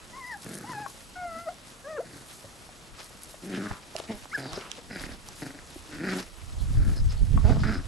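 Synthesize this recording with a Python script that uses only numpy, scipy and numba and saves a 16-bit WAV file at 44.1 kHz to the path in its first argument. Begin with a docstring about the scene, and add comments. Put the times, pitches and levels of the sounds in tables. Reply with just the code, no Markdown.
"""A lawn where puppies play: rough fluttering growls, with thin whines and a yelp.
Growls are uneven pulses through throat resonances; whines are a few wavering partials; sniffs are rasping air.
Paws rustle the grass as grainy noise; jaws, paws and collars thump and click as short rings.
A gust or close snuffling rumbles on the microphone ports as lumpy low noise.
Broad outdoor noise and a faint high tone, a very narrow band of noise, lie below."""
import sys
import numpy as np
from scipy import signal
from scipy.io import wavfile
from scipy.ndimage import uniform_filter1d
from numba import njit

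SR = 44100
rng = np.random.default_rng(int(sys.argv[2]) if len(sys.argv) > 2 else 0)


def store_wav(level_fs):
    """Save 16-bit WAV to argv[1]."""
    pcm = np.round(np.clip(np.atleast_2d(level_fs), -1, 1) * 32767)
    wavfile.write(sys.argv[1], SR, pcm.T.astype(np.int16))


N = 347067


def from_db(db):
    """Decibels to gain."""
    return 10 ** (np.asarray(db) / 20)


def rms_one(x):
    """Scale to rms 1."""
    return x / np.sqrt(np.mean(x ** 2) + 1e-20)


def evened(x, seconds):
    """Hold the level steady over a short stretch, so that the level curves alone set it."""
    return x / np.sqrt(uniform_filter1d(x ** 2, int(seconds * SR)) + 1e-12)


def in_time(rows):
    """The samples that a table covers, and its columns drawn as lines along them."""
    s, *columns = np.transpose(rows)
    at = np.arange(max(int(s[0] * SR), 0), min(int(s[-1] * SR), N))
    return at, [np.interp(at / SR, s, c) for c in columns]


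def at_hz(points, hz):
    """Read a spectrum on a log frequency axis."""
    point_hz, value = np.transpose(points)
    return np.interp(np.log(hz), np.log(point_hz), value)


def pan(x, db):
    """Place a sound by its left-right level difference; positive is louder on the left."""
    return x * from_db(np.array([db / 2, -db / 2]).reshape(2, -1))


def fade(size):
    """Five milliseconds of ramp at both ends."""
    k = np.arange(size)
    return np.clip(np.minimum(k, size - k) / (SR / 200), 0, 1)


def drift(rate, size=N):
    """Smooth random wandering of spread 1, faster at a higher rate; drawn every 40 samples."""
    r = np.exp(-80 * np.pi * rate / SR)
    noise = rng.standard_normal(size // 40 + 2002)
    slow = signal.lfilter([1], [1, -2 * r, r * r], noise)[2000:]   # skip the settling
    spread = np.sqrt((1 + r * r) / (1 - r * r) ** 3)
    return np.interp(np.arange(size) / 40, np.arange(len(slow)), slow / spread)


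def resonate(x, modes):
    """Parallel resonances with alternating signs, each (centre [Hz], width [Hz], level [dB])."""
    out = 0
    for k, (hz, width, db) in enumerate(modes):
        r = np.exp(-np.pi * width / SR)
        ringing = signal.lfilter([1 - r * r, 0, r * r - 1], [1, -2 * r * np.cos(2 * np.pi * hz / SR), r * r], x)
        out = out + (-1) ** k * from_db(db) * ringing
    return out


@njit
def gliding(x, hz, r, step):
    """One resonance whose centre moves."""
    y = np.zeros(len(x))
    for i in range(2, len(x)):
        y[i] = (1 - r * r) * (x[i] - x[i - 2]) + 2 * r * np.cos(step * hz[i]) * y[i - 1] - r * r * y[i - 2]
    return y


def glide(x, hz, width):
    """A moving resonance of a given width in Hz."""
    return gliding(x, hz, np.exp(-np.pi * width / SR), 2 * np.pi / SR)


def banded_noise(spectrum, shared_db, own_db, rate, alike_share, grains=1):
    """Half-octave bands of stereo noise, each with its level, flicker and left-right likeness; rms 1."""
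    # how alike left and right are: (frequency [Hz], likeness [0 to 1])
    likeness = [(60, 0.55), (130, 0.91), (280, 0.83), (590, 0.56), (1260, 0.4), (2710, 0.32), (5800, 1.0),
                (12400, 1)]
    out, together = 0, drift(rate)
    edges = 22 * 2 ** np.arange(0, 9.6, .5)
    white = rng.standard_normal((2, 2, N)) * grains
    for k, (low, high) in enumerate(zip(edges, edges[1:])):
        hz = np.sqrt(low * high)
        if not spectrum[0][0] < hz < min(spectrum[-1][0] * 1.2, 14000):
            continue
        band = signal.butter(2, [low, high], "band", fs=SR, output="sos")
        mid, side = signal.sosfilt(band, white[k % 2])   # neighbouring bands use separate noise
        alike = np.clip(alike_share * at_hz(likeness, hz), -1, 1)
        gain = from_db(at_hz(spectrum, hz) + shared_db * together + own_db * drift(rate))
        out = out + gain * (np.sqrt(1 + alike) * mid + np.sqrt(1 - alike) * side * [[1], [-1]])
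    return rms_one(out)


def bursts(s, length, db, side_db):
    """Stereo power of swells that climb to a peak and sink again; overlapping powers add."""
    rise_db, fall_db = 27.5, 24.5   # climb and fall over one length
    power = np.zeros((2, N))
    for peak, span, top, side in np.broadcast(s, length, db, side_db):
        at = np.arange(max(int((peak - 2 * span) * SR), 0), min(int((peak + 2 * span) * SR), N))
        late = (at / SR - peak) / span
        swell_db = top + np.minimum(rise_db * late, -fall_db * late)
        power[:, at] += pan(from_db(swell_db), side) ** 2
    return power


def growls(uneven_db=2.5):
    """Uneven fold pulses, bunched by a slower flap, ring chest and mouth; breath hisses with each pulse."""
    # each growl's course: (time [s], fold pitch [Hz], chest level [dB], open mouth level [dB])
    growl_curves = [
        [(0.44, 191.9, -42, -51), (0.458, 191.4, -43, -54), (0.512, 214.6, -41.5, -51),
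         (0.608, 202.5, -45.5, -53.5), (0.676, 200.6, -46, -54), (0.724, 140, -44.5, -50),
         (0.85, 133, -49.5, -60)],
        [(1.28, 202, -63, -62), (1.326, 201, -56, -69), (1.374, 244.4, -47, -67), (1.42, 244, -67, -67)],
        [(2.04, 211.8, -56, -56), (2.102, 189.2, -48, -60), (2.118, 187, -57, -61), (2.164, 137.3, -44.5, -55),
         (2.24, 138, -64, -68)],
        [(3.41, 184.5, -74, -72), (3.436, 192.9, -40.5, -65), (3.458, 195.4, -40, -60),
         (3.55, 196.8, -33.5, -42.5), (3.588, 199.7, -33.5, -47), (3.656, 204.4, -35, -41),
         (3.728, 197.5, -45.5, -49), (3.8, 202.7, -69, -52.5)],
        [(4.07, 216.8, -70, -52), (4.102, 213, -30, -52), (4.14, 198.7, -41.5, -56), (4.21, 194, -63, -76)],
        [(4.368, 134.6, -39.5, -42), (4.472, 138.6, -40.5, -51), (4.518, 167.6, -46, -58),
         (4.576, 195, -45, -47.5), (4.616, 169.4, -56, -50), (4.688, 178.4, -52, -48), (4.71, 177, -72, -65)],
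        [(4.88, 195, -51, -55.5), (4.946, 197.9, -40, -40.5), (4.998, 147.3, -47.5, -48.5),
         (5.036, 150.3, -43.5, -43.5), (5.088, 217, -47, -52.5), (5.118, 238.5, -48, -51.5),
         (5.16, 213, -47.5, -67)],
        [(5.38, 140.2, -54, -59), (5.432, 145.4, -38.5, -47), (5.51, 143.6, -44.5, -53), (5.552, 137, -50, -59),
         (5.592, 144.7, -51.5, -53), (5.62, 143, -70, -71)],
        [(5.88, 153, -60, -71), (5.92, 151.9, -45.5, -50), (5.984, 142.9, -39.5, -47),
         (6.022, 163.4, -34.5, -44), (6.056, 196, -32, -37), (6.108, 198.3, -34, -35.5),
         (6.18, 195, -31, -43.5), (6.25, 153.5, -59, -64)],
        [(6.74, 146.3, -58, -61), (6.78, 140.1, -45.5, -56), (6.844, 137.4, -45.5, -50.5),
         (6.886, 137.1, -44.5, -51.5), (6.986, 138.8, -46, -56), (7.02, 137, -51, -69)],
        [(7.42, 198.6, -67, -68), (7.45, 205.4, -32.5, -48), (7.485, 221.6, -32, -49),
         (7.507, 223.2, -28, -40.5), (7.568, 219.7, -37.5, -53), (7.62, 200, -52, -59)],
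        [(7.628, 160.4, -37, -50), (7.636, 167.3, -31, -31), (7.669, 211.4, -32.5, -39.5),
         (7.711, 214.6, -30, -35.5), (7.797, 178.2, -42.5, -46.5), (7.83, 170, -58, -73)],
    ]
    # roughness: (flaps of loose tissue [per s], flap depth [dB], strong-weak pulse step [dB],
    # pitch jitter [share], air [share])
    flutter = [(47, 12, 2, .15, .3), (60, 4, 2, .06, .2), (60, 8, 2, .2, .4), (80, 4, 5, .06, .25),
               (60, 2, 2, .06, .2), (50, 2, 1, .09, .4), (34, 11, 2, .12, .3), (24, 12, 2, .1, .2),
               (26, 4, 5, .07, .3), (60, 8, 2, .16, .45), (40, 2, 7, .06, .35), (30, 5, 6, .08, .35)]
    # throat: (deep chest [dB], upper chest [dB], mouth resonance at start [Hz], at end [Hz],
    # breath against the mouth [dB], left-right difference [dB])
    throats = [(5, -8, 1560, 1500, -13, 0), (-4, -12, 1200, 1500, 1, -1), (5, -7, 1730, 1700, -5, 0),
               (-3, -13, 1820, 1160, -33, 1), (-2.5, -1.5, 2160, 1700, -16, 0.5),
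               (2, 3, 1680, 1100, -22, -0.5), (0.5, -4, 1740, 1700, -18, 0), (-1, -3, 1670, 1720, -7.5, 1),
               (-5, -13, 1710, 1570, -16, 0.5), (-3.5, -9, 1560, 1540, -11, 0.5),
               (-11, 1.5, 1550, 1200, -9.5, 0), (-17, -7, 1510, 1440, -23, 0)]
    # chest resonances: (centre [Hz], width [Hz], level [dB])
    chest_modes = [(122, 26.4, 5), (219, 98.5, 1), (295, 83.3, 2), (737, 274, -6)]
    # mouth resonances: (centre [share of the moving mouth resonance], width [Hz], level [dB])
    mouth_modes = [(.85, 254, 4), (1.12, 265, 4), (1.45, 450, -0.5)]
    # breath resonances: (centre [Hz], width [Hz], level [dB])
    breath_modes = [(3170, 560, -9), (3880, 290, 4), (4670, 550, 10), (6960, 2400, -25)]
    dull = signal.butter(2, 900, fs=SR, output="sos")
    out = np.zeros((2, N))
    for rows, (flaps, depth_db, step_db, jitter, noisy), throat in zip(growl_curves, flutter, throats):
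        deep_db, upper_db, from_hz, to_hz, breath_db, side_db = throat
        at, (hz, chest_db, mouth_db) = in_time(rows)
        size = len(at)
        mouth_hz = np.linspace(from_hz, to_hz, size)

        cycles = np.cumsum(hz * np.exp(jitter * drift(60, size=size))) / SR
        flap_rate = flaps * np.exp(0.16 * drift(27.5, size=size))
        flap = np.cos(2 * np.pi * np.cumsum(flap_rate) / SR)
        # every second pulse is weaker by a wandering amount, which adds lines at half the pitch
        alternate = np.floor(cycles) % 2 * np.clip(1 + drift(15.0, size=size), 0, 2)
        pulse_db = depth_db * flap / 2 - step_db * alternate + uneven_db * rng.standard_normal(size)
        pulses = rms_one(np.diff(np.floor(cycles), prepend=0) * from_db(pulse_db))
        opening = signal.lfilter([.008], [1, -.992], pulses)
        puffs = rms_one(opening * rng.standard_normal(size))   # air follows each opening
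        source = pulses + noisy * puffs

        modes = np.array(chest_modes) + np.outer([deep_db, 0, 0, upper_db], [0, 0, 1])
        soft = signal.sosfilt(dull, source)   # the closed mouth dulls the chest sound
        chest = evened(resonate(resonate(soft, [(245, 555, 0)]), modes), 0.085)

        shaped = glide(source + 2 * noisy * puffs, mouth_hz, 810)
        mouth = sum((-1) ** k * from_db(db) * glide(shaped, share * mouth_hz, width)
                    for k, (share, width, db) in enumerate(mouth_modes))
        mouth = evened(mouth, 0.068)
        breath = rms_one(resonate(0.21 * pulses + puffs, breath_modes))

        voice = from_db(chest_db) * chest + from_db(mouth_db) * (mouth + from_db(breath_db) * breath)
        out[:, at] += pan(voice * fade(size), side_db)
    return out


def whines(waver=.007):
    """Taut folds give a few clean partials that waver a little."""
    # whines, a squeak and a yelp: (time [s], pitch [Hz], fundamental [dB], overtones [dB])
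    whine_curves = [
        [(0.125, 984, -62, -66), (0.135, 973, -51, -49.5), (0.183, 1091, -44, -57), (0.245, 977, -50, -42.5),
         (0.295, 1025, -48.5, -44), (0.325, 943, -45, -35.5), (0.349, 800, -42, -41), (0.37, 810, -47, -80)],
        [(0.64, 795, -40, -72), (0.67, 947, -53, -50), (0.7, 1025, -38.5, -50), (0.738, 871, -46, -45.5),
         (0.778, 818, -37, -43.5), (0.818, 853, -41.5, -44.5), (0.865, 773, -40, -49)],
        [(1.155, 735, -48, -42), (1.165, 730, -43.5, -46), (1.247, 707, -35, -43.5), (1.32, 663, -43.5, -42),
         (1.37, 656, -38.5, -40.5), (1.392, 681, -45, -40.5), (1.451, 690, -54, -50), (1.479, 623, -28.5, -43),
         (1.491, 690, -33, -40), (1.507, 740, -43, -61), (1.53, 719, -68, -75)],
        [(1.842, 528, -45, -51.5), (1.906, 641, -39.5, -50.5), (1.962, 595, -36, -46.5), (1.976, 569, -38, -45),
         (1.985, 474, -37.5, -44), (1.996, 494, -30, -48), (2.006, 695, -30.5, -60), (2.028, 670, -45, -66)],
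        [(4.314, 1900, -44, -80), (4.335, 2360, -39, -72)],
        [(4.328, 1110, -35, -70), (4.337, 1500, -36, -55), (4.345, 1680, -31, -45), (4.352, 1738, -26, -40),
         (4.36, 1640, -30.5, -45), (4.371, 1380, -37, -58)],
    ]
    # voice of each: (left-right difference [dB], throb [dB],
    # then 2nd to 6th partial against the overtones [dB])
    voices = [(2.5, 2, -0.5, -27.5, -20, -12, -20), (2, 2, -1, -14.5, -18, -5, -12),
              (2.5, 1.8, -1.5, -11.5, -24, -30, -30), (2, 2.8, -2.5, -0.5, -16, -19, -25),
              (1, 1, 0, 0, -30, -30, -30), (1, 1, -16, -0.5, -30, -30, -30)]
    nose_hz, nose_fall_db_per_khz = 5540, 12   # partials above 3 kHz only pass near this resonance
    hoarse_s, hoarse_under_hz = .004, 1100   # low whines waver more, the faster their pitch slides
    out = np.zeros((2, N))
    for rows, (side_db, throb_db, *partials) in zip(whine_curves, voices):
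        at, (hz, first_db, over_db) = in_time(rows)
        size = len(at)
        slide = uniform_filter1d(np.abs(np.gradient(np.log(hz))) * SR, size=SR // 50)
        hoarse = hoarse_s * (hz < hoarse_under_hz) * slide
        wander = waver * drift(62, size=size) + hoarse * drift(150, size=size)
        phase = 2 * np.pi * np.cumsum(hz * (1 + wander)) / SR
        tone = 0
        for k, db in enumerate([first_db] + [over_db + p for p in partials], start=1):
            off_nose_khz = np.abs(k * hz - nose_hz) / 1000 * (k * hz > 3000)
            partial_db = db - nose_fall_db_per_khz * off_nose_khz + throb_db * drift(41, size=size)
            tone = tone + from_db(partial_db) * np.sin(k * phase)
        out[:, at] += pan(np.sqrt(2) * tone * fade(size), np.array(side_db))
    return out


def sniffs(rasp_db=3.0):
    """Rasping air passes twice through each of two moving nose resonances."""
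    # sniffs and huffs through the nose: (start [s], length [s], resonance from [Hz], to [Hz],
    # width [Hz], level [dB])
    sniff_list = [(3.524, 0.072, 3080, 2400, 1500, -46), (4.077, 0.054, 2300, 2200, 700, -51),
                  (4.385, 0.137, 4980, 4420, 500, -49), (4.535, 0.048, 4870, 5000, 800, -45.5),
                  (4.597, .11, 2690, 2600, 900, -53), (4.901, 0.12, 4930, 4700, 600, -52),
                  (6.58, 0.046, 3970, 4100, 500, -52.5), (6.954, 0.058, 5100, 4970, 400, -47),
                  (7.085, 0.064, 5170, 5000, 400, -50), (7.166, 0.05, 4340, 4100, 600, -54.5),
                  (7.46, 0.11, 4600, 4900, 600, -59), (7.585, 0.053, 4900, 4900, 500, -52),
                  (7.633, 0.16, 4840, 4970, 600, -49)]
    edge_s = 0.011
    lower_share, lower_db = 0.85, -5.5   # the second resonance lies below the first
    out = np.zeros(N)
    for s, length, from_hz, to_hz, width, level_db in sniff_list:
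        at, (hz,) = in_time([(s, from_hz), (s + length, to_hz)])
        air = rng.standard_normal(len(at)) * from_db(rasp_db * drift(100, size=len(at)))
        k = np.arange(len(at))
        swell = np.clip(np.minimum(k, len(at) - k) / (edge_s * SR), 0, 1)
        nose = sum(gain * glide(glide(air, f, width), f, width)
                   for f, gain in [(hz, 1), (lower_share * hz, from_db(lower_db))])
        out[at] += from_db(level_db) * rms_one(nose) * swell
    return out


def knocks(under=0.615, push_hz=110):
    """Each thump or tick rings briefly at two pitches, with a dying noise burst and a low push."""
    # jaw snaps and paw thumps: (time [s], level [dB], pitch [Hz], decay by 60 dB [s],
    # left-right difference [dB], low push against the level [dB])
    thumps = [(0.861, -23.5, 1107, 0.045, 10, -26), (2.441, -39.5, 560, 0.13, 0, -9),
              (2.689, -39.5, 750, 0.036, 3, -7), (3.104, -38, 580, 0.044, 0.0, -9),
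              (3.341, -32.5, 620, 0.03, 4, -21), (3.711, -26, 800, 0.029, -8, 1.5),
              (3.951, -24, 643, 0.062, -4, -22), (3.998, -20, 674, 0.028, 8, -27),
              (4.255, -28.5, 630, 0.01, -6, -18), (4.53, -30.5, 1130, 0.054, -14, -8),
              (4.574, -24.5, 399, 0.077, 3, -18), (4.78, -35, 482, 0.089, 1, -18),
              (5.285, -38.5, 850, 0.069, 0.0, -11), (5.758, -31.5, 306, 0.051, 0.0, -9),
              (7.209, -34, 406, 0.05, -1, 6), (7.374, -23.5, 1117, 0.058, 10.5, -22),
              (7.502, -18.5, 332, 0.024, -2, -7), (7.633, -26, 1456, 0.087, 5, -12)]
    # dry ticks: (time [s], level [dB], pitch [Hz], left-right difference [dB])
    tick_list = [(0.371, -32, 9550, -1), (0.421, -31, 8000, -1), (0.444, -26, 8900, 7),
                 (0.4903, -30, 7500, 18), (0.5407, -26, 10000, 8), (0.5521, -19.5, 8950, -2),
                 (0.5764, -22, 9200, 0.0), (0.585, -22, 10000, 3), (0.61, -30, 9000, 0),
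                 (0.69, -38, 9000, 0), (1.542, -35, 4730, -2), (1.671, -35, 7730, 2), (3.257, -31, 7880, 2),
                 (5.6725, -34, 4300, -2), (2.3494, -36, 4000, -2), (3.233, -18.5, 10750, 2),
                 (3.713, -28, 1700, -3), (3.9634, -20, 2770, -17), (3.999, -23, 2830, 0.0),
                 (4.531, -24, 4000, -8), (4.7147, -18, 3240, -15), (5.2862, -21, 6040, -3),
                 (7.634, -36, 4580, -24)]
    high_ring = 0.37   # knocks from 2.5 kHz up ring less
    out, t = np.zeros((2, N + SR)), np.arange(SR // 8) / SR
    ticks = [(s, db, hz, .012, side, -40) for s, db, hz, side in tick_list]
    for s, db, hz, t60, side_db, push_db in list(thumps) + ticks:
        start = int((s + 0.00098) * SR)
        decay = from_db(-60 * t / max(t60, .004))
        band = [(hz, (.6 if hz < 2500 else 1.6) * hz, 0)]
        burst = resonate(resonate(rng.standard_normal(len(t)) * decay ** 2, band), band)
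        ring = 0.53 * np.sin(2 * np.pi * hz * t) + 0.34 * np.sin(2 * np.pi * under * hz * t) * decay
        ring = ring * (1 if hz < 2500 else high_ring)
        push = from_db(push_db) * np.sin(2 * np.pi * push_hz * t)
        soft = 1 - np.exp(-t * hz * 2)   # the contact builds up over about half a cycle
        shape = soft * (ring + push) * decay + 0.54 * burst / np.abs(burst).max()
        out[:, start:start + len(t)] += pan(from_db(db) * shape, side_db)
    return out[:, :N]


def echoes(x):
    """A few dulled, delayed returns; every second one is inverted on the right."""
    # returns from ground, fence and wall: (delay [s], level [dB])
    returns = [(.011, -18.5), (.023, -35), (.037, -17), (.056, -32)]
    dull, out = signal.lfilter([.3], [1, -.7], x), x.copy()
    for k, (delay, db) in enumerate(returns):
        lag = int(delay * SR)
        out[:, lag:] += from_db(db) * dull[:, :-lag] * [[1], [(-1) ** k]]
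    return out


def grass():
    """Blades snap and rub under the paws: noise thick with small grains, in a high and a lower layer."""
    # paws through grass: (peak time [s], length [s], rustle level [dB], lower scuffle level [dB])
    steps = [(0.0, 0.024, -60, -51), (0.127, 0.16, -71, -55), (0.28, 0.35, -54, -61),
             (0.436, 0.097, -45.5, -53), (0.5, .06, -44, -50), (0.543, 0.12, -44, -54),
             (0.705, 0.45, -51.5, -54), (0.899, 0.096, -44, -66), (1.003, 0.13, -49.5, -52.5),
             (1.383, 0.27, -51.5, -56), (1.702, 0.092, -52, -52.5), (2.17, 0.065, -49.5, -51),
             (2.334, 0.38, -49, -54.5), (2.657, 0.17, -55.5, -63), (3, 0.096, -52, -43),
             (3.06, .1, -49, -53), (3.237, 0.15, -50, -55), (3.31, 0.082, -45, -50.5),
             (3.453, .15, -49, -53), (3.56, 0.19, -54, -43), (3.697, 0.32, -56, -46),
             (3.983, 0.1, -49, -40.5), (4.12, 0.086, -55, -43), (4.179, 0.17, -49, -48),
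             (4.35, .08, -65, -45), (4.387, 0.11, -46, -60), (4.561, 0.2, -54, -41.5),
             (4.754, 0.22, -80, -46), (5.013, 0.2, -50.5, -41.5), (5.14, 0.14, -55, -54.5),
             (5.281, 0.11, -53, -48), (5.399, 0.14, -47, -54), (5.477, 0.11, -49, -48.5),
             (5.747, .25, -52.5, -49), (5.953, 0.18, -54, -48.5), (6.065, 0.11, -55, -43.5),
             (6.121, 0.12, -54, -37.5), (6.182, 0.15, -43.5, -39.5), (6.4, 0.35, -57, -54),
             (6.62, 0.045, -50, -54), (6.73, 0.12, -53, -50), (6.9, 0.22, -51, -51), (7.13, .15, -63, -48),
             (7.3, 0.48, -58, -54.5), (7.49, 0.13, -56, -45), (7.67, 0.52, -73, -44)]
    # spectrum of the rustle: (frequency [Hz], relative level per Hz [dB])
    rustle_spectrum = [(1500, -44), (3500, 2.5), (6000, 2), (9000, 2), (12500, 3)]
    # spectrum of the scuffle: (frequency [Hz], relative level per Hz [dB])
    scuffle_spectrum = [(300, 5.5), (1000, 7.5), (2500, 4), (5000, 1), (7000, -6.5), (12000, -55)]
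    lawn_rustle_db, lawn_scuffle_db = -60, -58.5   # the stir between steps
    s, length, rustle_db, scuffle_db = np.transpose(steps)
    grains = from_db(4.0 * np.minimum(rng.exponential(1, N), 6))
    rustle = np.sqrt(from_db(2 * lawn_rustle_db) + bursts(s, length, rustle_db, 0))
    scuffle = np.sqrt(from_db(2 * lawn_scuffle_db) + bursts(s, length, scuffle_db, 0))
    return (rustle * banded_noise(rustle_spectrum, 1.64, 1.25, 50, 1.0, grains)
            + scuffle * banded_noise(scuffle_spectrum, 2.2, 1.7, 23.6, 1.0, grains))


def wind():
    """Lumpy turbulence, its own at each port; snuffling adds a higher flutter."""
    # breeze on the ports: (time [s], rumble level [dB], left-right difference [dB])
    breeze_curve = [(0, -55.5, -5), (0.6, -63, 0), (1.3, -53, -3), (1.5, -60.5, 3), (2.7, -58, 3),
                    (3.4, -58, 4), (4.4, -61, 3), (5.0, -52, 2), (5.7, -54, -2), (6.3, -52.5, -9),
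                    (6.45, -43, -8.5), (6.701, -29.5, 0), (7.1, -29.5, -5), (7.5, -25, -15.5),
                    (7.7, -39, 0), (7.87, -41, -5)]
    # puffs of air at the ports, the late ones from a snout close by: (peak time [s], length [s],
    # rumble level [dB], higher snuffle level [dB], left-right difference [dB])
    air_puffs = [(0.475, .1, -57, -80, -3), (2.933, 0.066, -52, -80, 12), (3.716, 0.033, -37, -80, 11),
                 (4.15, 0.062, -46.5, -80, -13), (4.237, 0.049, -46, -80, -7), (4.536, 0.056, -42, -80, 5),
                 (5.05, 0.11, -44.5, -80, -16), (5.12, .1, -45.5, -80, -14), (5.78, .1, -50, -80, -12),
                 (5.98, .1, -50, -80, 2), (6.537, 0.033, -33, -59, 12), (6.614, 0.07, -24.5, -54, -13),
                 (6.703, 0.04, -24, -33.5, -12), (6.801, 0.16, -17, -36, 0.5), (6.89, 0.08, -18.5, -29, 8),
                 (7.018, 0.043, -19, -47, 5), (7.06, 0.13, -21.5, -51, 8.5), (7.229, 0.029, -14, -26, -8.5),
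                 (7.37, 0.16, -19, -25.5, -6.5), (7.458, 0.069, -18, -22, -6),
                 (7.511, 0.056, -30, -19, -15), (7.583, 0.14, -28, -23, 4.5),
                 (7.653, 0.13, -25.5, -32, -15), (7.792, .05, -29, -44, 10), (7.865, 0.05, -31, -44, -11)]
    # spectrum of the rumble: (frequency [Hz], relative level per Hz [dB])
    rumble_spectrum = [(18, -8), (30, 7), (50, 3), (90, 0), (140, -17), (200, -51), (300, -41), (700, -63)]
    # spectrum of the snuffle: (frequency [Hz], relative level per Hz [dB])
    snuffle_spectrum = [(60, -6), (110, 11), (220, -2), (330, -34), (600, -44)]
    t, (s, level_db, side_db) = np.arange(N) / SR, np.transpose(breeze_curve)
    breeze = pan(from_db(np.interp(t, s, level_db)), np.interp(t, s, side_db))
    s, length, rumble_db, snuffle_db, side_db = np.transpose(air_puffs)
    rumble = np.sqrt(breeze ** 2 + bursts(s, length, rumble_db, side_db))
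    snuffle = np.sqrt(bursts(s, length, snuffle_db, side_db))
    return (rumble * evened(banded_noise(rumble_spectrum, 0.76, 0.8, 14, 0), 0.16)
            + snuffle * banded_noise(snuffle_spectrum, 2.7, 1.4, 18.4, 0.55))


def garden():
    """Broad outdoor noise, strongest in the lows, whose bands flicker slightly."""
    # spectrum: (frequency [Hz], relative level per Hz [dB])
    garden_spectrum = [(35, -28), (60, -5), (123, 3.5), (175, -0.5), (256, 3), (350, -3.5), (783, -4.5),
                       (896, -8.5), (1120, -6), (1670, -10), (8000, -15), (11400, -20), (12500, -51),
                       (16200, -71), (22000, -120)]
    return from_db(-51.5) * banded_noise(garden_spectrum, 1.0, 1.0, 7.0, 1.0)


def high_tone():
    """Noise through one very narrow resonance sounds as a faint, unsteady tone."""
    # the resonance: (centre [Hz], width [Hz], level [dB])
    tone_band = (7866, 45, -70)
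    hz, width, level_db = tone_band
    return from_db(level_db) * rms_one(resonate(rng.standard_normal(N), [(hz, width, 0)]))


def scene():
    """Puppies with their echoes, then lawn, air and background."""
    puppies = growls() + whines() + sniffs() + knocks()
    return echoes(puppies) + grass() + wind() + garden() + high_tone()


def record(dry):
    """A late copy of the middle range, opposite in left and right, widens the sound; the top is cut steeply."""
    # band of the late copy: (centre [Hz], width [Hz], level [dB])
    middle_spread = (1530, 830, -21.5)
    lag_s, cutoff_hz = .004, 12600   # the cut reaches 60 dB at the cutoff
    late_middle = np.roll(resonate(dry.mean(axis=0), [middle_spread]), int(lag_s * SR))
    widened = dry + late_middle * [[1], [-1]]
    return signal.sosfilt(signal.cheby2(16, 60, cutoff_hz, fs=SR, output="sos"), widened)


dry = scene()
out = record(dry)
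store_wav(out)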